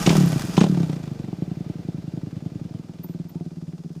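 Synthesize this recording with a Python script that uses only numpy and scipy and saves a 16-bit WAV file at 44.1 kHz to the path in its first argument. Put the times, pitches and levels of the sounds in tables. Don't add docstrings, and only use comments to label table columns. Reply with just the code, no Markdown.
import sys
import numpy as np
from scipy import signal
from scipy.fft import rfft, irfft
from scipy.io import wavfile
from scipy.ndimage import uniform_filter1d

SR = 44100
rng = np.random.default_rng(int(sys.argv[2]) if len(sys.argv) > 2 else 0)


def master_out(mix):
    frames = np.transpose(np.atleast_2d(mix))
    ceiling = np.clip(frames, -1, 1)
    pcm = np.round(ceiling * 32767).astype(np.int16)
    wavfile.write(sys.argv[1], SR, pcm)


N = 176400
TIME = np.arange(N) / SR
LEAD_S = .005

# time in seconds, cycles per second.
SPEED = [(0.0, 26.951), (0.06, 27.797), (0.125, 41.525), (0.2, 37.051), (0.29, 32.385), (0.4, 25.005),
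         (0.52, 19.214), (0.57, 24.117), (0.645, 40.04), (0.73, 36.304), (0.9, 30.346), (1.1, 24.912),
         (1.35, 21.547), (1.65, 21.77), (1.95, 20.761), (2.6, 21.117), (2.9, 20.065), (3.35, 18.937),
         (3.7, 18.182), (4.0, 16.902)]
# centre in Hz, width in Hz, lift in dB.
METAL = [(1195, 77, 6.5), (1334, 48, 5.5), (1527, 81, 7), (2000, 76, 4.5), (2310, 130, 2.5),
         (2426, 72, 3.5), (2770, 78, 3), (3400, 80, 3), (3600, 44, 4), (4450, 110, 0.5), (5400, 35, -4.5),
         (6500, 45, 4), (6950, 65, 7.5)]


def exhaust():
    # time in seconds, gas burst in dB, piston push in dB.
    effort = [(0, -19, -19), (.04, -17, -35), (.07, 0, -48), (.105, -0.5, -39), (.135, -11.5, -20),
              (.19, -4, -8), (.32, -6.5, -16.5), (.37, -14, -19), (.49, -18, -11.5), (.535, -22, -18),
              (.572, -2.5, -11), (.64, -5.5, -65), (.67, -19.5, -4.5), (.76, -9, -18.5), (.9, -12.5, -21),
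              (.97, -20, -39), (1.11, -15, -26.5), (1.28, -16.5, -21.5), (1.42, -15, -23),
              (2.75, -13.5, -21.5), (2.8, -21.5, -33), (3, -19, -26.5), (3.38, -18.5, -25), (4, -22, -27.5)]
    # time in seconds, change of the burst in dB.
    weak_firings = [(.292, -9), (.397, -7), (.863, -5), (1.154, -7.5), (2.507, -21), (2.943, -9.5),
                    (3.044, -8.5), (3.25, -1.5), (3.302, -17), (3.461, -2), (3.515, -8), (3.789, -3.5)]
    blips = [(.06, .17), (.565, .675)]
    # time in seconds, pitch ratio.
    pipe_pitch = [(0, 1.2), (.08, 1.114), (.15, 1.12), (.22, 1.075), (.35, 0.95), (.53, 1.014), (.6, 1.194),
                  (.67, 1.18), (.72, 1.08), (.95, 1.03), (1.45, 0.992), (2.7, 0.91), (3, 1), (3.5, 1.004),
                  (4, 1.07)]
    # frequency in Hz, relative level in dB.
    gas_colour = [(150, -25), (400, -8), (600, 14), (900, -3.5), (1200, -5.5), (1800, -19), (3200, -4.5),
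                  (6000, -20.5), (9000, -18.5), (15000, -46)]
    fires, pushes = cycle_times(0), cycle_times(0.216)
    burst_jitter, push_jitter, pitch_jitter, width_jitter = rng.standard_normal((len(fires), 4)).T
    weak_db = np.zeros(len(fires))
    for s, db in weak_firings:
        weak_db[np.argmin(abs(fires - s))] = db
    lumpy = (fires > 1.35) & (fires < 2.77) & (np.arange(len(fires)) % 2 == 0)
    burst_db, push_db = curve(effort, fires)
    burst_db += weak_db - 25.5 * lumpy + 2.17 * burst_jitter
    push_db += 0.2 * weak_db + 4 * lumpy + 2.17 * push_jitter
    throttle = sum((fires > opens) & (fires < closes) for opens, closes in blips) > 0
    pitch = curve(pipe_pitch, fires)[0] * (1 + 0.024 * pitch_jitter)
    width_s = np.where(throttle, .00008, 0.00055) * np.exp(0.3 * width_jitter)
    thumps, delay_s = np.zeros(N), 0.00092
    for k in range(len(fires)):
        add(thumps, fires[k] + delay_s - LEAD_S, undb(burst_db[k]) * silencer(pitch[k], width_s[k]))
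        add(thumps, pushes[k] + delay_s - LEAD_S, undb(push_db[k]) * silencer(pitch[k], 0.00054))
    pipe = undb(5) * signal.sosfilt(signal.butter(3, 155, "high", fs=SR, output="sos"), thumps)
    gas = puffs(fires, burst_db - 35.5, decay_s=0.015)
    gas += puffs(fires[throttle], burst_db[throttle] - 13, decay_s=0.006)
    return pipe + noise(gas_colour) * gas


def silencer(pitch, width_s):
    # frequency in Hz at pitch 1, unchoked t60 in seconds, relative level in dB.
    modes = [(145.5, 0.094, -1.5), (238, 0.048, -11), (314.2, .06, -16), (533, 0.022, -25.5),
             (667, 0.047, -20), (838, 0.032, -19), (1136, 0.035, -30)]
    t = TIME[:SR // 10]
    sag_share, sag_s, choke_s = 0.2, 0.0067, 0.015
    sag_cycles = modes[0][0] * sag_share * sag_s * (1 - np.exp(-t / sag_s))
    ring = sum(undb(db) * np.sin(2 * np.pi * pitch * (hz * t + sag_cycles))
               * np.exp(-np.log(1000) * t / t60) for hz, t60, db in modes)
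    choke = np.exp(-(t / choke_s) ** 2)
    pulse = np.exp(-.5 * ((t[:SR // 100] - LEAD_S) / width_s) ** 2)
    return signal.fftconvolve(ring * choke, pulse / pulse.sum())


def intake():
    # start in seconds, level in dB, decay in seconds.
    gulps = [(0.062, -10.5, 0.0071), (0.0917, -14, 0.0077), (0.114, -22, 0.0058), (.5675, -20, 0.0073),
             (0.6045, -21.5, 0.013), (.633, -27, 0.0074)]
    # frequency in Hz, relative level in dB.
    rasp_colour = [(300, 11.5), (1000, -11), (2500, 2.5), (4200, -3.5), (6000, -3), (8500, -12.5),
                   (15000, -57)]
    return noise(rasp_colour, METAL) * sum(puffs([s], [db], decay_s) for s, db, decay_s in gulps)


def valves_and_drive():
    # start in seconds, level in dB.
    clacks = [(.328, -20.5), (0.746, -31), (0.774, -31.5), (0.801, -35), (0.83, -30), (.895, -27),
              (.929, -28.5), (0.965, -38), (1.037, -33), (1.076, -34), (1.191, -43), (1.244, -39)]
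    # frequency in Hz, relative level in dB.
    knock_colour = [(300, 9), (700, 10.5), (1300, -2.5), (1900, -3.5), (2500, -4.5), (5000, -7.5),
                    (8000, -15), (15000, -31)]
    ticks = cycle_times(.81)
    speed_doublings = np.log2(curve(SPEED, ticks)[0] / 20)
    tick_db = -47.5 + 13 * speed_doublings + rng.standard_normal(len(ticks))
    knocks = puffs(ticks, tick_db, decay_s=0.0097) + puffs(*np.array(clacks).T, decay_s=0.004)
    return noise(knock_colour, METAL) * knocks


def gears():
    # time in seconds, level in dB.
    whirr_level = [(0, -35), (.2, -31.5), (.5, -39.5), (.75, -39.5), (1.1, -44.5), (1.7, -46), (2.6, -49.5),
                   (3.2, -52.5), (4, -58.5)]
    # frequency in Hz, relative level in dB.
    whirr_colour = [(40, 16), (150, 9.5), (400, 9), (750, 0.5), (1100, -10), (1500, -12), (1900, -12.5),
                    (5000, -14.5), (7000, -21.5), (10000, -28)]
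    return noise(whirr_colour, METAL) * undb(curve(whirr_level, TIME)[0])


def hiss():
    # time in seconds, level in dB.
    hiss_level = [(0, -33), (.15, -33.5), (.3, -39), (.55, -42), (.7, -51), (.9, -55), (1.1, -65.5),
                  (1.4, -82), (4, -67)]
    # frequency in Hz, relative level in dB.
    hiss_colour = [(290, -36), (500, -38), (628, 5.5), (1720, -4.5), (1930, -2.5), (2100, -11),
                   (2460, -4.5), (4410, -7), (4870, -1.5), (15000, -18)]
    crackles_per_s = 200
    when, size = rng.random((int(crackles_per_s * N / SR), 2)).T
    crackle = puffs(when * N / SR, 7 + 10 * size ** 2, decay_s=0.0017)
    return noise(hiss_colour, METAL) * undb(curve(hiss_level, TIME)[0]) * np.hypot(1, crackle)


def chirps():
    # centre in seconds, pitch in Hz, level in dB, half length in seconds.
    tones = [(0.262, 13900, -37, 0.0017), (.29, 11000, -32.5, 0.001), (0.596, 6530, -29, 0.0027),
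             (3.043, 14000, -38, 0.005), (3.058, 14220, -56, 0.0046), (3.11, 14000, -63, 0.021),
             (3.297, 14100, -50, .006)]
    waver_hz = 90
    waver = uniform_filter1d(rng.standard_normal(N), size=60)
    drift = np.cumsum(waver_hz * waver / waver.std()) / SR
    return sum(undb(db) * swell(s, half_s) * np.sin(2 * np.pi * (hz * TIME + drift))
               for s, hz, db, half_s in tones)


def whines():
    # centre in seconds, pitch there in Hz, rise in Hz per second,
    # level in dB, half length in seconds.
    glides = [(3.293, 944, 2300, -63, .025), (3.363, 882, 2970, -56, 0.023), (3.415, 702, 600, -54, .018)]
    out = np.zeros(N)
    for s, hz, rise, db, half_s in glides:
        t = TIME - s
        out += undb(db) * swell(s, half_s) * np.sin(2 * np.pi * (hz + rise * t / 2) * t)
    return out


def open_air():
    # frequency in Hz, relative level in dB.
    air_colour = [(15, -63), (25, -33), (53, -30), (131, -29), (167, -21), (231, 13), (344, -26),
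                  (462, -47), (573, -6), (691, -31), (978, -52), (1240, -42), (2130, -49.5), (4870, -20.5),
                  (15000, -43)]
    return undb(-52) * noise(air_colour)


def surroundings(direct, t60_s):
    t = TIME[:SR // 2]
    tail = rng.standard_normal(len(t)) * np.exp(-np.log(1000) * t / t60_s) * (1 - np.exp(-t / 0.005))
    return signal.fftconvolve(direct, tail / np.linalg.norm(tail))[:N]


def cycle_times(place):
    cycles = np.cumsum(curve(SPEED, TIME)[0]) / SR - .05
    return np.interp(np.arange(int(cycles[-1]) + 1) + place, cycles, TIME)


def puffs(times, dbs, decay_s):
    out, t = np.zeros(N), TIME[:SR // 10]
    for s, db in zip(times, dbs):
        add(out, s, undb(db) * (1 - np.exp(-t / 0.0014)) * np.exp(-t / decay_s))
    return out


def swell(centre_s, half_s):
    return np.exp(-.5 * ((TIME - centre_s) / half_s) ** 2)


def noise(colour, resonances=()):
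    hz, db = np.array(colour, float).T
    f = np.maximum(np.fft.rfftfreq(N, 1 / SR), 1)
    shape_db = np.interp(np.log(f), np.log(hz), db)
    shape_db += sum(lift / (1 + (2 * (f - centre) / width) ** 2) for centre, width, lift in resonances)
    low_cut = f ** 2 / (f ** 2 + 20 ** 2)
    y = irfft(rfft(rng.standard_normal(N)) * undb(shape_db) * low_cut, N)
    return y / y.std()


def curve(rows, t):
    times, *columns = np.array(rows, float).T
    return [np.interp(t, times, column) for column in columns]


def add(out, start_s, sound):
    i = max(int(start_s * SR), 0)
    part = sound[:max(N - i, 0)]
    out[i:i + len(part)] += part


def undb(db):
    return 10 ** (np.asarray(db) / 20)


def scene():
    direct = exhaust() + intake() + valves_and_drive() + gears() + chirps() + whines()
    echo = undb(-14.5) * surroundings(direct, t60_s=0.12)
    return (direct + echo + hiss() + open_air())[None]


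def record(dry):
    bass_hz, top_hz = 45, 15400
    thinned = signal.sosfilt(signal.butter(1, bass_hz, "high", fs=SR, output="sos"), np.tanh(dry))
    return signal.sosfilt(signal.ellip(10, .2, 80, top_hz, fs=SR, output="sos"), thinned)


dry = scene()
out = record(dry)
master_out(out)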